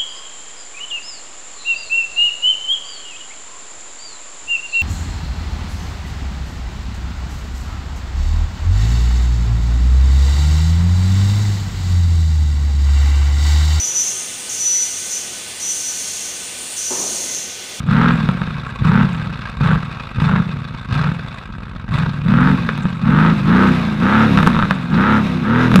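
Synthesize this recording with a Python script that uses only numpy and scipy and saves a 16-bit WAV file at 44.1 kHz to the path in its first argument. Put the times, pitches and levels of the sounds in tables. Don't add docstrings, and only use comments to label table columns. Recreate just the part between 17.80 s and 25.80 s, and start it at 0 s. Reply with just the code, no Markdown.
import sys
import numpy as np
from scipy import signal
from scipy.fft import rfft, irfft
from scipy.io import wavfile
from scipy.ndimage import uniform_filter1d

SR = 44100
rng = np.random.default_rng(int(sys.argv[2]) if len(sys.argv) > 2 else 0)


def waveform_to_disk(signal):
    frames = np.transpose(np.atleast_2d(signal))
    scaled = np.clip(frames, -1, 1) * 32767
    samples = np.round(scaled).astype(np.int16)
    wavfile.write(sys.argv[1], SR, samples)


N = 352800
TIME = np.arange(N) / SR
TICKS = np.arange(0, N / SR + .002, .002)

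# opens/s, shuts/s, top speed/rpm, climb/s, coasting loss/(1/s), boom/dB, rasp/dB,
# opening spit/dB, coasting boom trim/dB, coasting rasp and hiss trim/dB
THROTTLE_BLIPS = [(.07, 0.351, 2593, .2, 1.21, -11.5, -19, -30.5, 2.5, 2.5),
                  (1.015, 1.255, 2174, .23, 1.55, -10.5, -20.5, -29, 3, 2.5),
                  (1.791, 1.975, 1731, 0.15, 1.44, -12.5, -22, -28.5, 1.5, 2.5),
                  (2.372, 2.616, 1930, .26, 1.4, -13, -22.5, -27.5, 2.5, -0.5),
                  (3.094, 3.318, 1716, 0.32, 1.57, -16, -24, -26.5, -0.5, 1),
                  (4.093, 4.3, 1570, .19, 0.023, -16, -28, -27, 4.5, 0),
                  (4.454, 4.745, 2864, 0.27, 1.07, -10.5, -19.5, -33.5, 0.5, 0.5),
                  (5.232, 5.53, 3284, .26, 1.12, -10.5, -18.5, -43, 2, -0.5),
                  (5.657, 5.916, 3898, .2, .89, -9.5, -18.5, -46, 0.5, -0.5),
                  (6.202, 6.48, 4436, 0.22, 0.89, -11, -16.5, -50, 0.5, -1),
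                  (7.11, 7.412, 4313, 0.24, 0.8, -11, -17, -45, -3.5, -5.5),
                  (7.632, 7.893, 5008, 0.22, 0.83, -13, -20, -48, 4, -8)]
# f/Hz, level/dB
SILENCER_RESPONSE = [(20, -21.5), (45, -10), (75, -11), (100, -7.5), (130, -1.5), (165, 3), (210, -0.5),
                     (240, -1), (275, -9.5), (315, -17), (353, -13), (410, -23.5), (480, -14.5), (680, -33),
                     (1100, -63)]
# f/Hz, level/dB
TAILPIPE_RESPONSE = [(200, -11.5), (480, 1.5), (680, -10.5), (830, -1.5), (915, 6), (1000, -2), (1290, 8.5),
                     (1600, 3), (2050, -8), (2600, -14), (3800, -19.5), (5000, -45), (8000, -67.5),
                     (14000, -63)]


def from_db(db):
    return 10 ** (np.asarray(db) / 20)


def rms_one(x):
    return x / np.sqrt(np.mean(x ** 2) + 1e-20)


def drift(per_s):
    knots = rng.standard_normal(int(per_s * N / SR) + 2)
    return rms_one(np.interp(TIME * per_s, np.arange(len(knots)), knots))


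def butter(x, hz, kind, order=2):
    return signal.sosfilt(signal.butter(order, hz, kind, fs=SR, output="sos"), x + 1e-18)


def resonate(x, response, size=8192):
    hz, db = np.transpose(response)
    grid = np.maximum(np.arange(size // 2 + 1) * SR / size, 1)
    cepstrum = irfft(np.log(from_db(np.interp(np.log(grid), np.log(hz), db))))
    cepstrum[1:size // 2] *= 2
    cepstrum[size // 2 + 1:] = 0
    return signal.fftconvolve(x, irfft(np.exp(rfft(cepstrum))))[:N]


def ring(clicks, hz, t60):
    r, w = from_db(-60 / (t60 * SR)), 2 * np.pi * hz / SR
    return signal.lfilter([0, np.sin(w)], [1, -2 * r * np.cos(w), r * r], clicks + 1e-18)


def resonance(x, hz, width_hz):
    r, w = np.exp(-np.pi * width_hz / SR), 2 * np.pi * hz / SR
    return signal.lfilter(np.array([1, 0, -1]) * (1 - r * r) / 2, [1, -2 * r * np.cos(w), r * r], x)


def evened(x, size=3000):
    return x / np.sqrt(uniform_filter1d(uniform_filter1d(x ** 2, size), size) + 1e-14)


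def clicks_at(times, heights):
    out = np.zeros(N)
    np.add.at(out, np.clip(np.round(times * SR).astype(int), 0, N - 1), heights)
    return out


def fading(clicks, seconds):
    return signal.lfilter([1], [1, -np.exp(-1 / (seconds * SR))], clicks + 1e-18)


def envelope(start, end, attack_s, release_s):
    return np.clip((TICKS - start) / attack_s, 0, 1) * np.exp(-np.maximum(TICKS - end, 0) / release_s)


def crank_speed(start_rpm=1297.6, idle_rpm=924.8, flywheel_s=.05):
    rpm = np.full(len(TICKS), start_rpm)
    t = TICKS + .02
    for opens, shuts, top, climb_s, loss_per_s, *_ in THROTTLE_BLIPS:
        to_go = (1 - np.clip((t - opens) / climb_s, 0, 1)) ** 2
        climb = top + (np.interp(opens, t, rpm) - top) * to_go
        coast = np.exp(-loss_per_s * np.maximum(t - shuts, 0))
        rpm = np.where(t < opens, rpm, np.maximum(climb * coast, idle_rpm))
    return uniform_filter1d(rpm, int(flywheel_s / TICKS[1]), mode="nearest")


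def on_throttle(rpm, rasp_db_per_octave=15, arch_db=2):
    load, opening, boom_gain, rasp_gain, hiss_gain = np.zeros((5, len(TICKS)))
    for opens, shuts, top, _, _, boom_db, rasp_db, spit_db, *_ in THROTTLE_BLIPS:
        lifts = shuts - .044
        held = envelope(opens - .03, shuts, attack_s=.064, release_s=.012)
        pedal = envelope(opens, lifts, attack_s=.013, release_s=.046)
        progress = np.clip((TICKS - opens) / (shuts - opens), 0, 1)
        arch = np.sin(np.pi * progress ** 1.2) ** 2 - .5
        bark = from_db(rasp_db + arch_db * arch + rasp_db_per_octave * np.log2(rpm / top))
        spit = from_db(spit_db) * envelope(opens, opens + .053, attack_s=.053, release_s=.098)
        rush = from_db(-30.5) * envelope(lifts - .12, lifts, attack_s=.12, release_s=.046)
        blow_off = from_db(-32.5) * envelope(shuts, shuts + .053, attack_s=.053, release_s=.076)
        load += pedal
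        opening += held
        boom_gain += from_db(boom_db) * held
        rasp_gain += bark * pedal * np.sqrt(held)
        hiss_gain += spit * held + (rush + blow_off) * (top / 4000) ** 2
    boom_gain *= from_db(-5 * np.exp(-((rpm - 4120) / 199) ** 2))
    load *= np.interp(rpm, [1500, 2600], [.75, 1])
    return np.clip(load, 0, 1), np.clip(opening, 0, 1), boom_gain, rasp_gain, hiss_gain


def off_throttle(rpm, opening):
    # speed/rpm, boom/dB, rasp/dB, hiss/dB
    coasting = [(892, -27, -42, -47), (1020, -35, -41.5, -39), (1470, -27, -40, -39),
                (2200, -20.5, -36.5, -36), (3240, -19.5, -33, -30.5), (3800, -12.5, -30, -27.5)]
    boom_trim, gas_trim, lull_db = 7.5, 0, 0
    for opens, shuts, *_, boom_trim_db, gas_trim_db in THROTTLE_BLIPS:
        progress = np.clip((TICKS - opens) / (shuts - opens), 0, 1)
        boom_trim += (boom_trim_db - boom_trim) * progress
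        gas_trim += (gas_trim_db - gas_trim) * progress
        lull_db += 2 * np.exp(-((TICKS - opens + .031) / .016) ** 2)
    speeds, *levels = np.transpose(coasting)
    boom_db, rasp_db, hiss_db = (np.interp(rpm, speeds, db) for db in levels)
    waver_db = np.interp(TICKS, TIME, drift(per_s=14))
    return (from_db(boom_db + boom_trim + waver_db - .91 * lull_db) * (1 - opening),
            from_db(rasp_db + gas_trim - lull_db),
            from_db(hiss_db + gas_trim - lull_db - .98 * opening))


def firings(rpm):
    # pulse strength/dB, lag at the tailpipe/crank degrees
    cylinders = [(6.5, 19.5), (2, 47.5), (3.5, 49.5), (8.5, 18), (-2, 54.5), (3.5, 40), (3.5, 25.5),
                 (1.5, -0.5)]
    degrees = np.cumsum(rpm) * 6 / SR
    k = np.arange(int(degrees[-1] / 90))
    strength_db, lag = np.array(cylinders)[k % len(cylinders)].T
    return np.interp(k * 90 + lag, degrees, TIME), strength_db


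def pulses(times, strength_db, scatter_db, jitter_s):
    timing, strength = rng.standard_normal((len(times), 2)).T
    return clicks_at(times + jitter_s * timing, from_db(strength_db + scatter_db * strength))


def drone(rpm, load):
    # multiple of the cycle rate, level under load/dB, level on the overrun/dB
    orders = [(1, -10, -10), (2, -9, -7), (3, -3.5, -2), (4, -11, -10), (5, -12, 1.5), (6, 0, -5),
              (7, -4.5, -5.5), (8, -1.5, 0), (9, -8.5, -8.5), (10, -1.2, -4), (11, 0.5, -2.5),
              (12, -13.5, -20.5), (13, 0, -7.5), (14, -4, -16), (15, -10, -6), (16, -7.5, -16)]
    cycles = np.cumsum(rpm) / 120 / SR
    waver_db = 2.6 - 1.4 * load
    out = np.zeros(N)
    for order, loaded_db, overrun_db in orders:
        level_db = overrun_db + load * (loaded_db - overrun_db) + waver_db * drift(per_s=22)
        out += from_db(level_db) * np.sin(2 * np.pi * (order * cycles + rng.random()))
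    return evened(resonate(out, SILENCER_RESPONSE))


def burble(times, strength_db, rpm):
    thuds = resonate(pulses(times, strength_db, scatter_db=2, jitter_s=.00041), SILENCER_RESPONSE)
    depth = np.interp(rpm, [900, 2800], [1.6, .3])
    return evened(butter(thuds + depth * butter(thuds, 110, "low", order=1), 31, "high"))


def boom(times, strength_db, rpm, load):
    rough_db = np.interp(rpm, [950, 1530, 2700, 4340], [-4, -7, -7, -11.5]) + 4.25 * (1 - load)
    return evened(drone(rpm, load) + from_db(rough_db) * burble(times, strength_db, rpm), size=4000)


def rasp(times, strength_db, rpm, load, round_trip_s=.0093):
    fronts = pulses(times, .8 * strength_db, scatter_db=1.6, jitter_s=.00003)
    puffs = fading(fronts, .0045) * rng.standard_normal(N)
    front_share = .15 + .65 * load * np.clip(rpm / 3000, 0, 1)
    flow = np.sqrt(front_share) * evened(fronts) + np.sqrt(1 - front_share) * evened(puffs)
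    reflection = .2 * np.interp(TIME - round_trip_s, TIME, flow)
    bark = evened(resonate(flow + reflection, TAILPIPE_RESPONSE))
    sharpness = .38 * (rpm / 4500) ** 2
    return bark + sharpness * butter(bark, 3000, "high", order=1)


def gas_hiss(times, strength_db, rpm):
    # f/Hz, width/Hz, level/dB
    tip_modes = [(1114, 50, 20.5), (1242, 150, 14), (1566, 92, 15.5), (1957, 75, 5), (2224, 120, 6),
                 (2483, 180, 9.5), (2687, 43, -39.5), (3470, 380, 3.5), (3573, 86, -1.5), (4640, 83, -34),
                 (5600, 350, -25), (7670, 1870, -3.5)]
    # f/Hz, level/dB
    rush_spectrum = [(250, 0.5), (700, 6.5), (1100, 3), (1600, -10), (1900, 2), (2700, 0), (3150, -8.5),
                     (3800, -2), (4400, -17), (5000, -16.5), (6700, -23.5), (7800, -29.5), (10000, -28),
                     (14000, -35)]
    train = pulses(times, .6 * strength_db, scatter_db=3.5, jitter_s=.001)
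    chuffs = evened(fading(fading(train, .003), .002))
    puffs = (.3 + chuffs) * rng.standard_normal(N)
    modes = sum(resonance(puffs * from_db(db + 3.76 * drift(per_s=60)), hz, width_hz)
                for hz, width_hz, db in tip_modes)
    ringing = rms_one(butter(butter(modes, 900, "high"), 4700, "low", order=3))
    rush = resonate((2 + chuffs) * rng.standard_normal(N), rush_spectrum)
    rush = rms_one(rush + .5 * (rpm / 4500) ** 2 * butter(rush, [4200, 8000], "band", order=1))
    smooth = np.interp(rpm, [1000, 2500, 4200], [.27, .4, .85])
    return np.sqrt(smooth) * rush + from_db(2.5) * np.sqrt(1 - smooth) * ringing


def crackle(count=9, spread_db=2.5):
    # starts/s, ends/s, blow/dB, crack/dB, thump/dB
    spells = [(6.569, 6.72, -19.5, -39, -21), (6.72, 6.86, -20, -50, -23.5)]
    rows = []
    for starts, ends, *levels_db in spells:
        for k, (when, size) in enumerate(rng.random((count, 2))):
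            t = starts + (ends - starts) * (k + when) / count
            rows.append((t, *(np.array(levels_db) + spread_db * (2 * size - 1))))
    return rows


def pops():
    # t/s, blow/dB, crack/dB, thump/dB
    ignitions = [(0.489, -14.5, -38, -11.5), (0.617, -19, -61, -17.5), (0.675, -25, -60, -19),
                 (4.89, -11.5, -43, -22), (4.977, -22, -38, -35), (5.054, -21.5, -50, -11.5),
                 (6.574, -7.5, -46, -8.5), (6.588, -9.5, -37, -17), (6.629, -12, -33, -15.5),
                 (6.664, -13, -33, -8.5), (6.673, -5.5, -21.5, -28), (6.765, -15, -48, -13),
                 (6.79, -11.5, -53, -14.5), (6.825, -12, -52.5, -16), (6.834, -20, -51, -9),
                 (6.909, -6, -30, -17), (7.916, -13.5, -38, -27), (7.941, -10, -34, -9),
                 (7.958, -5.5, -13.5, -8), (7.991, -11.5, -27, -8)]
    # f/Hz, level/dB, t60/s
    pipe_modes = [(482, -19, 0.029), (982, -7, 0.011), (1240, -1.5, 0.011), (1660, -3.5, 0.0067),
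                  (2570, -12, 0.0052), (3690, -14.5, 0.0084)]
    times, blow_db, crack_db, thump_db = np.vstack([ignitions, crackle()]).T
    scatter_db = rng.standard_normal((len(times), len(pipe_modes)))
    body = sum(ring(clicks_at(times, from_db(blow_db + db + scatter_db[:, k])), hz, t60) * (-1) ** k
               for k, (hz, db, t60) in enumerate(pipe_modes))
    thump = ring(clicks_at(times, from_db(thump_db)), hz=183, t60=.076)
    spit = fading(clicks_at(times, from_db(blow_db)), .0056) * rng.standard_normal(N)
    crack = fading(clicks_at(times, from_db(crack_db)), .0022) * rng.standard_normal(N)
    return (from_db(9) * body + from_db(7) * thump + from_db(5) * resonate(spit, TAILPIPE_RESPONSE)
            + from_db(5.5) * butter(crack, [1500, 7000], "band", order=1))


def yard(x, tail_db=-17, t60=.3):
    # delay/s, level/dB
    echoes = [(.0031, -23.5), (.0097, -17.5), (.021, -17.5)]
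    delays, levels_db = np.transpose(echoes)
    t = TIME[:SR // 2]
    early = clicks_at(delays, from_db(levels_db))[:len(t)]
    tail = rng.standard_normal(len(t)) * from_db(-60 * t / t60) * (t > .012)
    response = early + from_db(tail_db) * tail / np.sqrt(np.sum(tail ** 2))
    return x + butter(signal.fftconvolve(x, response)[:N], [400, 6000], "band", order=1)


def scene():
    rpm = crank_speed()
    load, opening, *driven = on_throttle(rpm)
    gains = np.hypot(driven, off_throttle(rpm, opening))
    rpm, load, boom_gain, rasp_gain, hiss_gain = (np.interp(TIME, TICKS, c) for c in (rpm, load, *gains))
    rpm *= 1 + .004 * drift(per_s=30)
    times, strength_db = firings(rpm)
    low = boom_gain * boom(times, strength_db, rpm, load)
    bark = rasp_gain * rasp(times, strength_db, rpm, load)
    hiss = hiss_gain * gas_hiss(times, strength_db, rpm)
    return yard(low + bark + hiss + pops())[None]


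def record(dry):
    rounded = dry / (1 + dry ** 6) ** (1 / 6)
    return signal.sosfilt(signal.cheby2(14, 60, 15300, fs=SR, output="sos"), rounded)


dry = scene()
out = record(dry)
waveform_to_disk(out)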